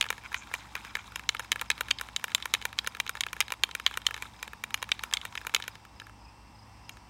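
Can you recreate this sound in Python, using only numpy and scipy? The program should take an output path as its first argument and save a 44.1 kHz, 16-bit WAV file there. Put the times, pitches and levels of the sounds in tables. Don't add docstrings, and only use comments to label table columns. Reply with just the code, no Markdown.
import sys
import numpy as np
from scipy import signal
from scipy.fft import rfft, irfft
from scipy.io import wavfile
from scipy.ndimage import uniform_filter1d

SR = 44100
rng = np.random.default_rng(int(sys.argv[2]) if len(sys.argv) > 2 else 0)


def wrap_up_sound(samples):
    columns = np.atleast_2d(samples).T
    tamed = np.clip(columns, -1, 1)
    steps = np.round(tamed * 32767).astype(np.int16)
    wavfile.write(sys.argv[1], SR, steps)


N = 312669
TIME = np.arange(N) / SR

# (mean frequency [Hz], relative level [dB], 60 dB decay time [s])
CAN_MODES = [(461, -13.5, 0.013), (1034, -5, 0.019), (1410, 4, 0.0085), (1676, 3, 0.0096),
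             (1925, 2, 0.0059), (2350, 6, 0.01), (2723, -6, 0.019), (3130, 2.5, 0.0092), (3600, -3, 0.013),
             (3870, -2, 0.014), (4450, -17.5, 0.025), (5210, -3.5, 0.014), (6510, 13, 0.0034),
             (7170, 1.5, 0.015), (8380, 2.5, 0.0022), (9730, -6, 0.0084), (11260, 2.5, 0.0024),
             (13900, -8, 0.0034), (15800, 6.5, 0.00043)]
ZONE_EDGES_HZ = [400, 1800, 2800, 5200, 8000, 16000]
# (time [s], level [dB], end dome [dB], steel tick [dB], ground echo lag [ms])
BASE_CRACKS = [(.0108, -21, 2.5, -5, 2.4), (.3438, -27.5, -6.5, -13.5, 2.04), (.539, -28, -10.5, -11, 2.09),
               (0.753, -31.5, -5.5, -9, 2), (.953, -27.5, -6, -14.5, 2.35), (1.2908, -21, 4.5, -4.5, 2.3),
               (1.5182, -21.5, 1, -3, 2.3), (1.702, -21, -4, -7.5, 2.37), (1.9108, -20.5, 6, -10.5, 2.17),
               (2.1628, -26, 8, 2, 2.3), (2.348, -20, 6, 4, 2), (2.5385, -20.5, 0, -2, 2.32),
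               (2.7878, -23.5, 6, -6.5, 2.77), (3.0007, -24.5, -1.5, -7.5, 2.5), (3.2077, -25, 4.5, 0, 2.7),
               (3.4045, -21.5, -5, -2.5, 2.43), (3.4104, -24.5, 3, -11, 2.44),
               (3.6356, -19, 4.5, -2.5, 2.5), (3.864, -18, 7, -6, 2.73), (4.0665, -19.5, 9, 3, 1.63),
               (4.7425, -25, -4, -4, 2.44), (4.9173, -21, 2.5, -16, 2.6), (5.1373, -22, 8.5, 3.5, 1.87),
               (5.3757, -33, -4, -16, 2.8), (5.5472, -19.5, 3, 1, 2.31), (6.8934, -40.5, -2, -2, 2.15)]
# (time [s], level [dB], wall flex relative to the shell ring [dB])
SHOULDER_KNOCKS = [(0.1034, -26, 1), (1.1585, -32, -2), (1.395, -32, 6), (1.6132, -31, 0),
                   (1.8085, -26.5, 6), (2.0118, -31.5, 9), (2.2413, -28, 4.5), (2.4561, -30.5, 1),
                   (2.653, -27, 1), (2.873, -27.5, 4.5), (3.0936, -29.5, 5.5), (3.3304, -33.5, 2),
                   (3.521, -28.5, -2), (3.7505, -29.5, -2), (3.973, -28.5, 4.5), (4.223, -33.5, -5),
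                   (4.4281, -33.5, -2.5), (4.6382, -31, -4), (4.8268, -30.5, .5), (5.0361, -31, 2.5),
                   (5.252, -34.5, 2), (5.4684, -31.5, 0), (5.6793, -34, 0)]
# (time [s], level [dB], brightness [dB])
WALL_SKIPS = [(0.0258, -31, 9), (.0411, -36.5, -1), (0.0551, -43, -13), (.064, -39, -12),
              (.0876, -40.5, 24), (.1267, -38, -5), (.18, -44.5, -1), (.318, -42, -22), (0.328, -41.5, -4),
              (.514, -43.5, -24), (.765, -43, -10), (.8487, -43, -4), (.9687, -38, -8), (1.1944, -39.5, -2),
              (1.348, -33, -9), (1.3673, -42.5, 19), (1.4028, -39, -9), (1.447, -47, -5),
              (1.5267, -31.5, 10), (1.5586, -33.5, -10), (1.5948, -40.5, 8), (1.619, -35, -12),
              (1.7139, -30, 16), (1.7788, -42.5, 3), (1.8841, -40, -3), (1.9073, -29, 3), (1.9864, -37, 27),
              (1.997, -43, 1), (2.0867, -43.5, -2), (2.2809, -41, -7), (2.318, -43.5, 6), (2.38, -44, -1),
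              (2.401, -45.5, -4), (2.4245, -35.5, 23), (2.5482, -27.5, 6), (2.615, -41.5, 7),
              (2.6237, -41, 7), (2.7285, -42, -1), (2.845, -41.5, -8), (2.864, -39, 12),
              (2.9488, -39.5, -3), (2.969, -44.5, -5), (3.0648, -38.5, 0), (3.0772, -39, 18),
              (3.1524, -38, -9), (3.1699, -43, 6), (3.2358, -30, 12.5), (3.2652, -33.5, -7),
              (3.2852, -45.5, 16), (3.3655, -41, -10), (3.423, -41, 8), (3.481, -41, 5), (3.5038, -38, 0),
              (3.5373, -42, -1), (3.712, -40.5, 12), (3.7984, -36.5, -4), (3.8756, -37.5, 10),
              (3.9112, -41, -16), (3.9404, -39.5, 13), (4.1088, -35, -6), (4.1424, -34.5, 7),
              (4.1642, -42, -4), (4.177, -42.5, -4), (4.2545, -44.5, -16), (4.4775, -42, -1),
              (4.5328, -40.5, -11), (4.7059, -44, -2), (4.819, -43.5, -2), (4.8906, -40.5, -6),
              (4.9929, -38.5, 8), (5.112, -45, 5), (5.1264, -37, -10), (5.1702, -29.5, 16),
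              (5.214, -40.5, 19), (5.3532, -35.5, 2), (5.4138, -44.5, -11), (5.4491, -42.5, -15),
              (5.4946, -42.5, -2), (5.5396, -35, -7), (5.563, -28.5, 5), (5.6004, -39.5, -8),
              (5.6235, -37.5, 20), (5.6392, -42.5, 1), (5.754, -47, 3), (5.851, -49.5, -8),
              (5.9992, -42.5, 7), (6.0178, -45.5, -22), (6.068, -48, -8), (6.0953, -50.5, -14),
              (6.9702, -51.5, -3)]
# (start [s], length [s], level [dB])
ROLLS = [(0, 0.2, -61), (0.205, 0.078, -55.5), (0.316, 0.15, -46), (0.5, 0.072, -56), (0.582, 0.071, -58),
         (0.743, .06, -50), (0.813, 0.13, -52), (.96, 0.045, -50), (1.04, 0.11, -63), (1.979, .05, -51),
         (2.37, .08, -57), (4.138, 0.091, -63)]
# (time [s], level [dB])
SLOSH_LEVEL = [(0, -54), (.4, -54.5), (1.0, -56), (1.25, -58.5), (2.0, -56), (2.9, -59), (3.7, -57),
               (4.2, -55), (4.72, -66), (5.05, -55), (5.65, -57), (5.88, -67), (7.09, -104)]
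# (frequency [Hz], relative level [dB])
SLOSH_SPECTRUM = [(500, -25), (900, -0.5), (1350, -3), (1800, -7), (2350, -5.5), (2900, -13), (3800, -5.5),
                  (4800, -21.5), (6700, -16), (8200, -19), (11500, -26), (16000, -29)]
# (time [s], level [dB])
SPLASHES = [(.36, -50), (.56, -61), (.97, -61), (6.91, -64)]
CHIRP_TIMES = [.25, .515, .833, 1.115, 1.385, 1.685, 1.94, 2.216, 2.513, 2.82, 3.10, 3.428, 3.778, 4.11,
               4.368, 4.728, 5.025, 5.345, 5.68, 5.968, 6.217, 6.557, 6.85]
# (mean frequency [Hz], mean level [dB])
HUM_PARTIALS = [(58.4, -60), (77, -74), (107.4, -62), (176, -75), (214.6, -72.5), (2697, -73)]
# (frequency [Hz], relative level per Hz [dB])
AIR_SPECTRUM = [(20, -37), (32, -20), (50, 6), (110, -1.5), (140, -3), (220, -3.5), (300, -4.5), (400, -13),
                (680, -10.5), (790, -3.5), (950, -1), (1220, -9.5), (1450, -15), (2200, -14), (2600, -17.5),
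                (3000, -18.5), (4100, -23.5), (5000, -16), (6000, -20.5), (6500, -29), (7400, -26.5),
                (8400, -23.5), (10200, -36), (11500, -34.5), (15500, -38)]


def ball(place_db=1.5, detune=0.026, crack_db=-5.5, tick_t60_s=0.0026, crack_low_hz=900,
         ground_db=-5.0, ground_hz=5000, rim_db=-2.0, rim_lean=0.084, tick_trim_db=-3, tick_lean=0.35):
    impacts = np.vstack([base_cracks(), shoulder_knocks(), wall_skips(), stray_taps()])
    start_s, level_db, wall_db, dome_db, tick_db, lag_ms = impacts.T
    t = np.arange(2048) / SR
    hz, mode_db, t60_s = np.transpose(CAN_MODES)
    shape = (len(start_s), len(hz))
    sign = (-1) ** np.arange(len(hz))
    strength = sign * gain_of(mode_db + place_db * rng.standard_normal(shape))
    pitch = hz * (1 + detune * rng.standard_normal(shape))
    grit = rng.standard_normal((len(start_s), len(t)))

    end_on_db = np.clip(dome_db - wall_db, -8, 18)
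    rim_zone_db = tick_db + rim_db + rim_lean * end_on_db
    tick_zone_db = tick_db + tick_trim_db - tick_lean * end_on_db
    zones_db = [wall_db, 0 * level_db, dome_db, rim_zone_db, tick_zone_db]
    crack_t60s = [.009, .006, .006, tick_t60_s, tick_t60_s]
    rings = 0
    for lo, hi, zone_db, crack_t60 in zip(ZONE_EDGES_HZ, ZONE_EDGES_HZ[1:], zones_db, crack_t60s):
        in_zone = np.flatnonzero((hz >= lo) & (hz < hi))
        modes = sum(strength[:, [k]] * np.sin(2 * np.pi * pitch[:, [k]] * t) * decay(t, t60_s[k])
                    for k in in_zone)
        modes = band(modes, .75 * lo, 1.5 * hi)
        crack = band(grit * decay(t, crack_t60), max(lo, crack_low_hz), hi)
        zone = even(even(modes) + gain_of(crack_db) * even(crack))
        rings = rings + gain_of(zone_db)[:, None] * zone

    f = np.fft.rfftfreq(len(t), 1 / SR)
    delay = np.exp(-2j * np.pi * f * lag_ms[:, None] / 1000)
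    echo = gain_of(ground_db) * delay / (1 + (f / ground_hz) ** 2)
    knocks = even(irfft(rfft(rings) * (1 + echo)))
    out = np.zeros(N)
    gains = gain_of(level_db) * np.sqrt(SR / 100)
    for start, gain, knock in zip(start_s, gains, knocks):
        add(out, start, gain * knock)
    return out


def base_cracks(wall_db=-7.5):
    rows = np.array(BASE_CRACKS)
    return blows(rows, wall_db, *rows[:, 2:].T)


def shoulder_knocks(dome_db=-3.5, tick_db=-4.0, follow=0.57, lag_ms=2.128):
    rows = np.array(SHOULDER_KNOCKS)
    wall_db = rows[:, 2]
    return blows(rows, wall_db, dome_db + follow * wall_db, tick_db + follow * wall_db, lag_ms)


def wall_skips(wall_db=-1.0, dome_db=-3.0, tick_db=-10, wall_share=0.52, lag_ms=2.32,
               usual_db=-39, soft_flex=0.24):
    rows = np.array(WALL_SKIPS)
    level_db, bright_db = rows[:, 1], rows[:, 2]
    flex_db = soft_flex * (usual_db - level_db)
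    skip_wall_db = wall_db + flex_db - wall_share * bright_db
    skip_dome_db = dome_db + flex_db + (1 - wall_share) * bright_db
    return blows(rows, skip_wall_db, skip_dome_db, tick_db + flex_db, lag_ms)


def stray_taps(count=14, end_s=5.2, level_db=-48, spread_db=3.0, wall_db=3.0, dome_db=-3,
               tick_db=-8, colour_db=4, lag_ms=2.2):
    start_s = (np.arange(count) + rng.random(count)) * end_s / count
    size, wall, dome = rng.standard_normal((count, 3)).T
    rows = np.column_stack([start_s, level_db + spread_db * size])
    return blows(rows, wall_db + colour_db * wall, dome_db + colour_db * dome, tick_db, lag_ms)


def blows(rows, wall_db, dome_db, tick_db, lag_ms):
    return np.column_stack(np.broadcast_arrays(rows[:, 0], rows[:, 1], wall_db, dome_db, tick_db, lag_ms))


def spatter(knocks, spatter_db=-9, spatter_t60_s=0.05):
    t = np.arange(SR // 5) / SR
    envelope = decay(t, spatter_t60_s) * (1 - decay(t, 0.0028))
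    drops = even(rng.standard_normal(len(t)) * envelope)
    treble = band(knocks, 9000, 15500)
    return knocks + gain_of(spatter_db) * signal.fftconvolve(treble, drops)[:N]


def garden(x, near_db=-21, near_t60_s=0.016, far_db=-32, far_t60_s=.45, far_hz=6000):
    t = np.arange(SR // 2) / SR
    near, far = rng.standard_normal((2, len(t))) * (1 - decay(t, 0.0053))
    near = even(band(near * decay(t, near_t60_s), 700, 16000))
    far = even(band(far * decay(t, far_t60_s), 400, far_hz, order=1))
    return x + signal.fftconvolve(x, gain_of(near_db) * near + gain_of(far_db) * far)[:N]


def rolling(contacts_per_s=700, spread_db=2.0, waver_db=5.0, low_hz=950, high_hz=2700):
    swell = np.zeros(N)
    for start, length, db in ROLLS:
        add(swell, start, gain_of(db) * np.sqrt(np.hanning(int(length * SR))))
    contacts = np.convolve(patter(contacts_per_s, spread_db), can_ring())[:N]
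    return swell * gain_of(waver_db * walk(70)) * unit(band(contacts, low_hz, high_hz))


def can_ring():
    t = np.arange(512) / SR
    return sum((-1) ** k * gain_of(db) * np.sin(2 * np.pi * hz * t) * decay(t, t60)
               for k, (hz, db, t60) in enumerate(CAN_MODES))


def paint(slosh_db=0, churn_db=3.0, graze_db=-7, grazes_per_s=40, splash_rise_s=0.016):
    motion = gain_of(paint_motion() + churn_db * walk(45))
    edges_hz = 500 * 2 ** (np.arange(16) / 3)
    bubbles = 0
    for lo, hi in zip(edges_hz, edges_hz[1:]):
        bursts_per_s = 110 * max(lo / 2500, 1) ** 2
        bubbles = bubbles + np.sqrt(lo) * unit(band(patter(bursts_per_s, 3.5), lo, hi))
    grazes = unit(band(np.convolve(patter(grazes_per_s, 3), can_ring())[:N], 900, 4200))
    splash = np.zeros(N)
    age = np.arange(SR // 4) / SR / splash_rise_s
    for start, db in SPLASHES:
        add(splash, start, gain_of(db) * age * np.exp(1 - age))
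    fizz = splash * unit(band(patter(900, 2.5), 6100, 7300))
    slosh = gain_of(slosh_db) * colour(bubbles, SLOSH_SPECTRUM)
    return motion * (slosh + gain_of(graze_db) * grazes) + fizz


def paint_motion(forward_db=6, return_db=3, lag_s=.007, length_s=0.031):
    time_s, db = np.transpose(SLOSH_LEVEL)
    forward = forward_db * surges(BASE_CRACKS, lag_s, length_s)
    back = return_db * surges(SHOULDER_KNOCKS, lag_s, length_s)
    return np.interp(TIME, time_s, db) + forward + back


def surges(rows, lag_s, length_s):
    out = np.zeros(N)
    for row in rows:
        add(out, row[0] + lag_s - length_s / 2, np.hanning(int(length_s * SR)))
    return out


def cricket(wing_hz=5090, stroke_s=.037, stroke_width_s=0.0043, droop_hz=330, chirp_db=-55.5):
    out = np.zeros(N)
    t = np.arange(-SR // 50, SR // 50) / SR
    sag = droop_hz * (np.maximum(t, 0) / 0.0073) ** 2
    for start in CHIRP_TIMES:
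        for k, stroke_db in enumerate([-2, 1, 0]):
            hz = wing_hz * (1 + 0.0055 * rng.standard_normal()) - sag
            tone = np.sin(2 * np.pi * np.cumsum(hz) / SR) / np.cosh(t / stroke_width_s) ** 1.1
            add(out, start + k * stroke_s + t[0], gain_of(stroke_db + chirp_db) * tone)
    return out


def far_peep(at_s=6.28, half_length_s=0.03, hz=2550, db=-62):
    tone = unit(band(rng.standard_normal(N), hz - 90, hz + 90))
    return gain_of(db) * tone * np.exp(-((TIME - at_s) / half_length_s) ** 2)


def outdoors(air_db=-56.5, swell_db=0.5, waver_db=2.0, drift_hz=0.23):
    air = colour(rng.standard_normal(N), AIR_SPECTRUM)
    air = air * gain_of(air_db + swell_db * walk(3)) / np.std(band(air, 300, 16000))
    hum = 0
    for hz, db in HUM_PARTIALS:
        level = np.sqrt(2) * gain_of(db + waver_db * walk(5.5))
        hum = hum + level * np.sin(2 * np.pi * np.cumsum(hz + drift_hz * walk(5.97)) / SR)
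    return air + hum


def gain_of(db):
    return 10 ** (np.asarray(db) / 20)


def decay(t, t60_s):
    return np.exp(-np.log(1000) * t / t60_s)


def unit(x):
    return x / np.sqrt(np.mean(x ** 2))


def even(x):
    return x / np.linalg.norm(x, axis=-1, keepdims=True)


def band(x, lo_hz, hi_hz, order=2):
    edges_hz = [lo_hz, min(hi_hz, SR / 2 - 1000)]
    return signal.sosfilt(signal.butter(order, edges_hz, "band", fs=SR, output="sos"), x)


def colour(x, points):
    hz, db = np.transpose(points)
    f = np.maximum(np.fft.rfftfreq(N, 1 / SR), 1)
    return unit(irfft(rfft(x) * gain_of(np.interp(np.log(f), np.log(hz), db)), N))


def walk(rate):
    k = max(int(SR / rate), 1)
    steps = np.repeat(rng.standard_normal(N // k + 1), k)
    return unit(uniform_filter1d(uniform_filter1d(steps, k), k)[:N])


def patter(per_s, spread_db):
    sizes = gain_of(spread_db * np.minimum(rng.exponential(size=N), 3.5)) * rng.choice([-1, 1], N)
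    return sizes * (rng.random(N) < per_s / SR)


def add(out, start_s, sound):
    i = int(np.clip(start_s * SR, 0, N - 1))
    out[i:i + len(sound)] += sound[:N - i]


def scene():
    can = garden(spatter(ball())) + rolling() + paint()
    background = cricket() + far_peep() + outdoors()
    return (can + background)[None]


def record(dry, top_hz=15800):
    return signal.sosfilt(signal.ellip(8, .2, 80, top_hz, fs=SR, output="sos"), dry)


dry = scene()
out = record(dry)
wrap_up_sound(out)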